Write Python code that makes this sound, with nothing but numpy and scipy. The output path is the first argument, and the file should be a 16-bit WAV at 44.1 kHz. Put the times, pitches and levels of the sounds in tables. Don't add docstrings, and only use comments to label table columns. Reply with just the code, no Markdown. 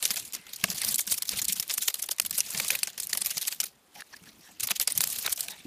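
import sys
import numpy as np
from scipy import signal
from scipy.io import wavfile
from scipy.ndimage import uniform_filter1d

SR = 44100
rng = np.random.default_rng(int(sys.argv[2]) if len(sys.argv) > 2 else 0)


def volts_from_decibels(level):
    exponent = np.asarray(level, float) / 20
    return 10 ** exponent


def persist_wave(psi):
    counts = np.round(np.clip(psi, -1, 1) * 32767).astype(np.int16)
    wavfile.write(sys.argv[1], SR, np.atleast_2d(counts).T)


N = 249606
SLAP_DELAY_S = 0.00099
TAIL_BEND, SWEEP_BEND = 1.074, 1.01


def rms_one(x):
    return x / np.sqrt(np.mean(x ** 2) + 1e-20)


def at_hz(points, hz):
    point_hz, point_db = np.transpose(points)
    return np.interp(np.log(hz), np.log(point_hz), point_db)


def drift(rate_hz):
    pole = np.exp(-32 * np.pi * rate_hz / SR)
    noise = rng.standard_normal(N // 16 + 2002)
    slow = signal.lfilter([1], [1, -2 * pole, pole * pole], noise)[2000:]
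    return np.interp(np.arange(N) / 16, np.arange(len(slow)), rms_one(slow))


def ring(clicks, hz, t60):
    radius, angle = volts_from_decibels(-60 / (t60 * SR)), 2 * np.pi * hz / SR
    return signal.lfilter([0, np.sin(angle)], [1, -2 * radius * np.cos(angle), radius * radius], clicks + 1e-18)


def high_pass(x, hz):
    return signal.sosfilt(signal.butter(2, hz, "high", fs=SR, output="sos"), x)


def bands(low_hz, count, size=2):
    edges = low_hz * 2 ** (np.arange(count + 1) / size)
    return [(np.sqrt(a * b), signal.butter(2, [a, b], "band", fs=SR, output="sos"))
            for a, b in zip(edges, edges[1:])]


def contacts():
    # (time [s], power [dB], fall [ms], brightness [dB])
    mesh_slaps = [(0.3496, -20, 0.85, 14), (0.5943, -44, 1.0, 8), (0.7005, -15.5, 1.8, 5.5),
                  (0.879, -20, 5.7, 14), (0.9412, -15, 3.6, 10), (0.9809, -19.5, 5.1, 11),
                  (1.067, -31, 3.4, 26), (1.2216, -13, 1.8, 5), (1.252, -23, 2.4, 3),
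                  (1.2906, -8, 0.71, 8.5), (1.4432, -17.5, 2.6, 9), (1.522, -19.5, 4.2, 17),
                  (2.3263, -25.5, 6.4, -4), (2.4046, -19, 3.1, 4), (2.505, -21, 0.73, 10),
                  (2.6795, -17, 3.6, 12.5), (2.831, -11.5, 1.1, 11), (2.8845, -29, 6.5, -5),
                  (3.0304, -24, 5.7, 9), (3.3046, -15.5, 1.3, 9), (3.3791, -23.5, 4.3, -3),
                  (3.4115, -20.5, 9.4, 2), (3.6055, -12.5, 2.5, 4), (3.612, -16, 0.84, 4),
                  (3.6385, -14.5, 1.2, 4), (3.654, -31, 9.5, 4), (3.667, -26.5, 0.76, 4),
                  (3.689, -47, 0.8, 2), (4.7973, -14, 0.52, 13), (4.9021, -18, 1.1, 4),
                  (5.014, -18, 2.2, 16), (5.0325, -20, 2.3, 4), (5.091, -41, 4.5, 17),
                  (5.0998, -19.5, 2, 9), (5.1852, -15.5, 0.89, 2), (5.212, -31, 1.4, 12),
                  (5.294, -25, 1.9, 7), (4.6042, -20, 3.3, 5), (4.921, -24, 0.34, 31),
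                  (4.9755, -17, 2.4, 17.5), (5.1073, -26, 5, 9), (5.359, -34, 3.5, 25),
                  (5.406, -15, 1.6, 16)]
    # (time [s], power [dB], fall [ms], brightness [dB])
    draped_slaps = [(0.0249, -16, 5, 0), (0.0521, -14.5, 1.8, -9), (0.058, -26.5, 22, 4),
                    (0.5595, -34.5, 1.9, 21), (1.0737, -17, 3.7, 4), (1.4158, -17.5, 4.3, 7),
                    (1.5546, -26.5, 17, 5), (1.6003, -15.5, 1.3, 13), (1.941, -14.5, 1.1, 6),
                    (2.1838, -25, 1, -6), (2.1982, -7, 0.92, 7.5), (2.2485, -21.5, 3.1, 1),
                    (2.2594, -19.5, 3.2, 9), (2.2945, -33, 2.5, 4), (2.3076, -19.5, 2.7, 3),
                    (2.3778, -16, 7.3, 6.5), (2.5983, -8.5, 2, -2), (2.7045, -9, 1.4, 1),
                    (2.9998, -20, 1.5, 15), (3.129, -34, 4.6, 3), (3.172, -14, 3.1, 3.5),
                    (3.2662, -15, 2.3, 7), (3.3094, -17, 2.7, 3), (3.6006, -17, 3.6, 4),
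                    (4.6702, -15, 2.6, 5), (5.0378, -9.5, 1, 10), (5.0727, -16, 0.95, 14),
                    (5.1857, -20.5, 3.4, 6), (5.3012, -24, 5.4, 2)]
    # (time [s], power [dB], fall [ms], brightness [dB])
    cage_slaps = [(0.0879, -31, 19, -8), (0.1047, -14.5, 4.8, 5.5), (0.3325, -22, 10.8, -1),
                  (0.639, -6, 1.3, -11.5), (0.6827, -33.5, 28, -1), (0.7068, -22, 6.8, 6),
                  (0.7447, -25, 7.2, 5), (0.8325, -20, 6.7, -1), (0.846, -14, 1.6, 16),
                  (0.9086, -24.5, 6, 17), (2.0872, -17.5, 0.9, -3), (2.544, -32, 49, -8),
                  (2.729, -28.5, 14, -12), (2.871, -18.5, 2.9, -0.5), (2.9764, -22.5, 3.6, 2.5),
                  (3.0926, -27, 8.3, 6), (3.148, -19, 2.6, -3), (3.452, -32, 0.67, -7),
                  (4.7983, -19.5, 6.7, -6), (4.8737, -12.5, 3.9, 0.5), (4.95, -31, 290, 6.5),
                  (5.0055, -10.5, 1.6, 9), (5.2622, -16.5, 2.3, 5), (5.2765, -17, 0.49, -35),
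                  (5.4986, -29.5, 6.2, 13)]
    # (time [s], power [dB], fall [ms], brightness [dB])
    plucks = [(0.0394, -25, 1.8, 18), (0.0533, -13.5, 1.24, 12), (0.0606, -21, 1.2, 18),
              (0.159, -20, 1.4, 3), (0.2494, -35, 7.9, 12), (0.2783, -33, 0.51, 21), (0.3236, -31, 0.5, 17),
              (0.3416, -21.5, 0.44, 19), (0.8168, -23.5, 1.9, 19), (0.8652, -27, 3, 12),
              (0.9578, -15.5, 1.1, 16), (0.9809, -22, 1.7, 6), (1.0049, -32, 2.2, 20),
              (1.0553, -31, 0.8, 20), (1.2729, -34, 4.5, 17), (1.2808, -21, 1.4, 6), (1.3595, -27, 2.6, 12),
              (1.3979, -29, 0.92, 7), (1.4518, -14.5, 1, 12), (1.4828, -15.5, 3, 14),
              (1.5307, -18, 0.63, 20), (1.5601, -20, 0.6, 5), (1.5806, -30, 1.6, 15),
              (1.5982, -14.5, 0.94, 5), (1.6063, -18, 1.1, 10), (1.6791, -25, 0.45, 23),
              (1.8315, -27, 2.5, 5), (1.8519, -36, 1.6, 20), (1.9927, -32, 1.9, -1),
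              (2.0405, -30, 0.88, 23), (2.0352, -25, 1.7, 10), (2.1636, -37, 0.77, 15),
              (2.2152, -27.5, 5.5, 6), (2.3553, -25, 0.7, 7), (2.4046, -11.5, 0.48, 12),
              (2.4524, -40, 2.5, 14), (2.8215, -44, 4.5, 3), (3.0705, -20.5, 0.64, 13),
              (3.0941, -26, 1.2, 2), (3.2077, -27.4, 0.8, 8), (3.2473, -23, 4.3, 5), (3.2598, -15, 1.5, 2),
              (3.3788, -14.5, 1.7, 13), (3.4513, -18, 1.1, -7), (3.5472, -33, 3.4, 4),
              (3.5775, -44, 0.5, 13)]
    # (time [s], power [dB], fall [ms], brightness [dB])
    ticks = [(0.1661, -21, 4.8, 0), (0.4662, -33, 2, -9), (0.4815, -38, 0.6, -10), (0.5344, -35, 0.5, 0),
             (0.6828, -19, 0.59, -10), (1.2313, -20, 0.84, 3), (1.6967, -12.5, 0.43, 0),
             (1.8983, -27.5, 4.5, 9), (2.0895, -15, 0.73, 0), (2.1832, -18.5, 1.3, 1),
             (2.5358, -23, 1.2, 5), (2.5469, -18.5, 2.8, -11), (2.5755, -20, 4.9, 3), (2.5854, -23, 4.9, 3),
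             (2.6459, -19.5, 2.1, 6), (2.7289, -24, 1, -6), (2.8543, -34, 1.1, -4), (2.9007, -28, 1.2, 2),
             (2.9299, -45, 2.2, -1), (3.1302, -14.5, 3.7, 4.5), (3.4284, -15, 0.63, 4),
             (3.5248, -22.5, 3.8, 2), (4.0049, -30, 2.9, -6), (4.0203, -40, 1.6, -13),
             (4.2277, -47.4, 4.5, -2), (4.6868, -22, 0.52, -29), (5.158, -25.5, 4.4, -5),
             (5.4507, -26, 0.77, -5)]
    # (time [s], power [dB], length [ms], brightness [dB])
    brushes = [(0.535, -30, 5.7, 3), (1.007, -26, 9.9, 12), (1.142, -17.5, 3.9, 10), (1.39, -15, 4.7, -3.5),
               (1.498, -20.5, 10, -1), (1.627, -18.5, 3.5, 4.5), (1.823, -19, 11.8, 3.5),
               (2.062, -35, 3.2, 25), (2.35, -26, 21, 5), (2.79, -22.5, 3.8, 6), (4.599, -17, 1.8, -4),
               (4.76, -18, 5.2, 0.5), (4.814, -17.5, 8.5, 5.5), (5.124, -22, 10.4, 6)]
    # (time [s], power [dB], length [ms], brightness [dB])
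    snags = [(0.04, -28.5, 16, -4), (0.143, -24, 4.6, 3), (0.198, -27, 6.8, 7), (0.279, -40.5, 18, 2),
             (0.925, -21, 7.9, 7), (1.123, -15.5, 9.7, 8), (1.182, -19, 5.3, 10), (1.716, -23.5, 9.4, 13.5),
             (1.903, -31.5, 8.2, -10), (1.997, -25, 6.6, 6), (2.0272, -16.5, 1.9, 18),
             (2.04, -30.5, 9.8, -6), (3.024, -30, 5.1, 13), (3.22, -16.5, 4.5, 6), (3.481, -17, 6.6, 8),
             (3.99, -39.5, 27, -7), (4.138, -45.5, 26, -8), (4.167, -34, 4, 0), (4.238, -42, 2.2, -7),
             (4.284, -45.5, 69, -6), (4.714, -9, 5.1, -4), (5.162, -30, 5.4, 16), (5.227, -22.5, 3.8, 12),
             (5.258, -23, 9.7, -16), (5.3285, -15, 3.7, 16)]
    # (time [s], power [dB], length [ms], brightness [dB])
    drags = [(0.173, -21.5, 7.7, -1), (0.493, -38, 19, -5), (0.782, -23, 12.5, 5), (0.819, -24.5, 14, -10),
             (0.991, -15, 4.4, 4), (1.329, -31.5, 25, -21), (1.373, -22, 6.2, 8),
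             (1.703, -21.5, 8.6, -14.5), (1.74, -21, 6.7, 10.5), (1.78, -15.5, 4.7, 10),
             (1.882, -9, 3.4, 4.5), (1.955, -32, 12, 3), (2.114, -17, 5.8, 7), (2.463, -28, 3.4, 11),
             (2.647, -28, 2.5, -14), (2.719, -22, 18, 2), (2.753, -16.5, 2.7, 10), (3.371, -20, 4.2, -5),
             (3.519, -30, 18.5, 5), (3.633, -24.5, 6.4, -4), (4.463, -53.5, 94, -14), (4.635, -18, 8.8, 3),
             (4.904, -24, 13.6, 3), (5.377, -25.5, 4.6, 0), (5.397, -25.5, 11, 0),
             (5.436, -30.5, 17.5, 7.5), (5.484, -22, 2.6, -6)]
    mesh_db, draped_db, cage_db, snag_db, drag_db = -31, -21, -16, -17.5, -19.5
    slap_rise_ms, pick_rise = 0.35, 0.17

    rows = []
    for table, place_db in [(mesh_slaps, mesh_db), (draped_slaps, draped_db), (cage_slaps, cage_db)]:
        for s, db, ms, bright in table:
            rows.append((s + SLAP_DELAY_S, db, slap_rise_ms, ms, bright, place_db, TAIL_BEND))
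    for table, place_db in [(plucks, mesh_db), (ticks, drag_db)]:
        for s, db, ms, bright in table:
            rows.append((s, db, pick_rise * ms, ms, bright, place_db, TAIL_BEND))
    for table, rise, place_db in [(brushes, 0.31, mesh_db), (snags, 0.65, snag_db), (drags, 0.36, drag_db)]:
        for s, db, ms, bright in table:
            rows.append((s, db, rise * ms, (1 - rise) * ms, bright, place_db, SWEEP_BEND))
    return [(s, db, rise, fall, bright, place_db - 0.063 * (db + 43.0) - 0.37 * bright, bend)
            for s, db, rise, fall, bright, place_db, bend in rows]


def effort():
    # (time [s], power [dB], brightness [dB])
    rustle = [(0.0, -45, 5), (0.44, -48, -9), (1.5, -42, -3.5), (2.2, -51, -8), (3.41, -44, -6),
              (3.74, -57.5, -3), (3.85, -67, 7), (4.07, -53, -5.5), (4.25, -63, -9), (4.45, -50, 2),
              (4.84, -59, -30), (5.39, -58, -7), (5.5, -41.5, -7), (5.66, -48, -10)]
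    # (time [s], power [dB], swell and fade [ms], brightness [dB])
    bag_rubs = [(0.22, -37.5, 21, 1), (0.66, -33, 37, -3.5), (0.88, -24, 19.6, 2.5),
                (1.32, -32.5, 12.4, 14), (1.87, -38, 15, 20), (2.53, -30.5, 55, 2), (2.64, -27, 49, 2),
                (2.84, -30.5, 8.1, -7), (3.299, -31, 59, 1), (3.958, -40, 6.6, -13), (4.73, -37.5, 14, -6),
                (5.06, -43, 140, -2.5), (5.28, -31.5, 24, -5)]
    rub_plastic_db = -21.5

    t = np.arange(N) / SR
    s, rustle_db, bright_db = np.transpose(rustle)
    rustle_db, bright_db = np.interp(t, s, rustle_db), np.interp(t, s, bright_db)
    tilt_db = np.array([np.full(N, -3.5), -bright_db / 2, bright_db / 2])
    power = volts_from_decibels(rustle_db + tilt_db) ** 2

    rubs = [(s, db, ms, ms, bright, rub_plastic_db, TAIL_BEND) for s, db, ms, bright in bag_rubs]
    for s, db, rise, fall, bright, plastic_db, bend in contacts() + rubs:
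        near = slice(max(round((s - 0.3) * SR), 0), round((s + 0.3) * SR))
        ms = (t[near] - s) * 1000
        scale_ms = np.where(ms < 0, max(rise, 0.1), max(fall, 0.2))
        swell = np.exp(-(np.abs(ms) / scale_ms) ** bend)
        part_db = np.array([[plastic_db + 15], [-bright / 2 + 0.5], [bright / 2 - 1.5]])
        power[:, near] += volts_from_decibels(db + part_db) ** 2 * swell
    return 10 * np.log10(power)


def shaking():
    # (time [s], rumble level [dB])
    jolts = [(0.0, -63.5), (0.22, -59), (0.35, -69), (0.66, -56.5), (0.88, -54.5), (1.32, -61), (1.43, -57),
             (2.29, -54.5), (2.64, -63), (3.19, -62.5), (4.29, -53.5), (4.62, -59.5), (4.96, -60),
             (5.15, -61), (5.277, -64), (5.58, -64)]
    rise_db_per_s, fade_db_per_s, still_db = 168, 113, -68
    t = np.arange(N) / SR
    power = volts_from_decibels(still_db) ** 2
    for s, db in jolts:
        slope = np.where(t < s, rise_db_per_s, fade_db_per_s)
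        power = power + volts_from_decibels(db - slope * np.abs(t - s)) ** 2
    return 10 * np.log10(power)


def air(effort_db):
    # (frequency [Hz], level [dB per Hz])
    hush = [(30, -45), (65, -10.5), (120, -13.5), (190, -6), (450, -11.5), (1000, -14), (14800, -31.5)]
    fan_follows = 0.45
    white, out = rng.standard_normal((2, N)), 0
    lumps_db = 3 * drift(28)
    fan_db = fan_follows * (uniform_filter1d(effort_db, size=500) + 40)
    shake_db = shaking() + 74 + fan_db
    for k, (hz, sos) in enumerate(bands(28.7, count=18)):
        low_share = np.clip(1.3 - hz / 400, 0, 1)
        puff_db = (shake_db + lumps_db + 4.7 * drift(21.3)) * low_share
        out = out + volts_from_decibels(at_hz(hush, hz) + puff_db) * signal.sosfilt(sos, white[k % 2])
    return volts_from_decibels(-42.5) * out


def scratches():
    # (time [s], length [s], mode [Hz],
    # level [dB])
    scrapes = [(0.36, 0.052, 2700, -58), (0.37, 0.14, 2030, -61), (0.68, 0.021, 720, -54),
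               (1.325, 0.031, 486, -53.5), (2.715, 0.026, 577, -48), (3.5, 0.05, 4200, -59),
               (3.951, 0.047, 810, -53.5), (3.958, 0.057, 5640, -57), (3.996, 0.013, 1870, -47),
               (4.125, 0.018, 5700, -53.5), (4.127, 0.011, 1000, -55.5), (4.128, 0.018, 1720, -46),
               (4.129, 0.017, 4360, -57), (4.162, 0.007, 8300, -58), (4.263, 0.027, 1690, -57.5),
               (4.272, 0.03, 4140, -64), (4.276, 0.023, 5800, -58), (3.9, 0.0085, 940, -75),
               (4.421, 0.083, 5650, -62), (4.439, 0.065, 1740, -60.5), (4.483, 0.028, 810, -60.5),
               (5.394, 0.11, 690, -60), (5.484, 0.063, 3760, -49.5), (5.492, 0.07, 880, -57),
               (5.495, 0.06, 1900, -56.5), (5.59, 0.037, 3630, -59), (5.644, 0.016, 2680, -60)]
    out = np.zeros(N + SR)
    for s, length, hz, db in scrapes:
        start, size = round(s * SR), round(length * SR)
        envelope = np.hanning(size + 2)[1:-1] ** 0.12
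        rub = np.pad(rng.laplace(size=9000)[:size] * envelope, (0, 2000))
        ringing = ring(rub, hz, t60=0.005 + 19 / hz)
        out[start:start + size + 2000] += volts_from_decibels(db) * ringing / np.std(ringing[:size])
    return out[:N]


def thumps():
    # (time [s], peak level [dB], mode [Hz])
    body_hits = [(0.105, -42, 200), (0.636, -27.5, 189.5), (0.696, -36, 183), (0.738, -40, 146),
                 (0.889, -57, 96), (1.073, -42.5, 205), (1.113, -43, 257), (1.305, -46, 254),
                 (1.332, -40, 207), (1.373, -42, 147), (1.409, -43, 102), (1.494, -36.5, 191),
                 (2.544, -37, 189), (2.577, -38.5, 154), (3.208, -45, 188), (3.365, -42.5, 166),
                 (4.218, -46.5, 187), (4.711, -40, 206), (4.954, -40.5, 89), (4.989, -36, 171),
                 (5.652, -31, 296)]
    overtone, overtone_db = 2.32, -13.5
    out = 0
    for s, db, hz in body_hits:
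        push = np.zeros(N)
        push[round(s * SR)] = volts_from_decibels(db + 2.0)
        out = out + ring(push, hz, t60=0.079)
        out = out + volts_from_decibels(overtone_db) * ring(push, overtone * hz, t60=0.15)
    soft = np.exp(-2 * np.pi * 350 / SR)
    softened = signal.lfilter([(1 - soft) ** 2], [1, -2 * soft, soft ** 2], out)
    return high_pass(softened, 90)


def bars():
    # (time [s], mode [Hz], level [dB])
    bar_blows = [(0.051, 6200, -18), (0.106, 4900, -15.5), (0.3498, 4760, -24), (0.534, 3870, -29.5),
                 (0.5345, 6800, -25.5), (1.2216, 4200, -21), (1.598, 5300, -16), (1.702, 3530, -18.5),
                 (1.882, 4600, -15), (2.1987, 4620, -14), (2.5997, 2380, -17), (2.7038, 2430, -11),
                 (2.7043, 6460, -23), (2.7524, 2530, -16), (2.8318, 2660, -17), (2.8318, 4590, -13),
                 (2.8323, 5920, -19.5), (3.131, 4430, -14.5), (3.1306, 1900, -19.5), (3.525, 4600, -20.5),
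                 (3.6024, 5700, -12), (4.021, 1680, -27.5), (4.0196, 4000, -36), (4.874, 5440, -17.5),
                 (5.0064, 4500, -16.5), (5.0388, 11200, -14), (5.263, 3790, -20), (5.275, 1490, -21.5),
                 (5.484, 3800, -26)]
    out = 0
    for s, hz, db in bar_blows:
        blow = np.zeros(N)
        blow[round(s * SR)] = volts_from_decibels(db)
        out = out + ring(blow, hz, t60=0.0053 + 10.4 / hz)
    return high_pass(out, 1100)


def cracks():
    # (time [s], peak level [dB])
    rim_snaps = [(0.1047, -2), (0.638, -1), (1.1216, -4), (1.2226, -12.5), (1.2911, -11), (1.7014, -19),
                 (1.7806, -5.5), (1.882, -1.5), (2.1976, -1), (2.377, -22), (2.5987, -5), (2.704, -1.5),
                 (2.998, -13.5), (3.4767, -16), (3.6001, -9), (4.633, -11.5), (4.7071, 2.5), (4.7142, -7),
                 (4.9765, -12), (5.0057, 1.5), (5.0376, -0.5), (5.0715, -12), (5.2618, -1), (5.328, -11)]
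    s, db = np.transpose(rim_snaps)
    blows = np.zeros(N)
    blows[np.round((s + SLAP_DELAY_S) * SR).astype(int)] = volts_from_decibels(db - 1.5)
    blows = blows - 0.54 * np.roll(blows, 11)
    return signal.sosfilt(signal.butter(1, [800, 13000], "band", fs=SR, output="sos"), blows)


def crackle(per_s, spread_db, hiss, clump_db, crack):
    size_db = spread_db * np.minimum(rng.exponential(1, N), 4)
    snaps = (rng.random(N) < per_s / SR) * rng.choice([-1, 1], N) * volts_from_decibels(size_db)
    friction = rms_one(snaps) + hiss * rng.standard_normal(N)
    grains = rms_one(friction * volts_from_decibels(clump_db * drift(230)))
    grains = grains / (uniform_filter1d(grains ** 2, size=90) + 0.11) ** 0.23
    for s, db, *_ in contacts():
        at = round(s * SR)
        size = crack * np.clip((db + 18.5) / 16, 0, 1) * np.sign(grains[at])
        grains[at - 1:at + 2] = size * np.array([0.65, 1, 0.65])
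    return grains


def wings(low_db, mid_db, high_db):
    # (frequency [Hz], level [dB per Hz])
    wing_colour = [(330, -17), (700, -9.5), (1300, -12.5), (2400, -9.5), (4300, -6.5), (13400, -7.5),
                   (15500, -15.5)]
    grains = crackle(per_s=5800, spread_db=3.5, hiss=0.89, clump_db=3.5, crack=2.76)
    top_band = (15000, signal.butter(2, 14500, "high", fs=SR, output="sos"))
    out = 0
    for k, (hz, sos) in enumerate(bands(319.3, count=22, size=4) + [top_band]):
        share = np.array([np.interp(np.log(hz), np.log([900, 2400, 9000]), part) for part in np.eye(3)])
        db = share @ [low_db, mid_db, high_db] + at_hz(wing_colour, hz) + 3.52 * drift(49.4)
        out = out + (-1) ** k * signal.sosfilt(sos, grains * volts_from_decibels(db))
    return volts_from_decibels(0.09) * out


def scene():
    low_db, mid_db, high_db = effort()
    background = air(low_db)
    cage = scratches() + thumps() + bars() + cracks()
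    return (background + cage + wings(low_db, mid_db, high_db))[None]


def band_limit(x):
    return signal.sosfilt(signal.butter(12, 16490, fs=SR, output="sos"), x)


def record(dry):
    cutoff_hz = 15340
    rounded = 1.2 * np.tanh(dry / 1.2)
    cut = signal.sosfilt(signal.cheby2(18, 18, cutoff_hz, fs=SR, output="sos"), rounded)
    cut = signal.sosfilt(signal.cheby2(10, 30, cutoff_hz + 700, fs=SR, output="sos"), cut)
    return band_limit(cut)


dry = scene()
out = record(dry)
persist_wave(out)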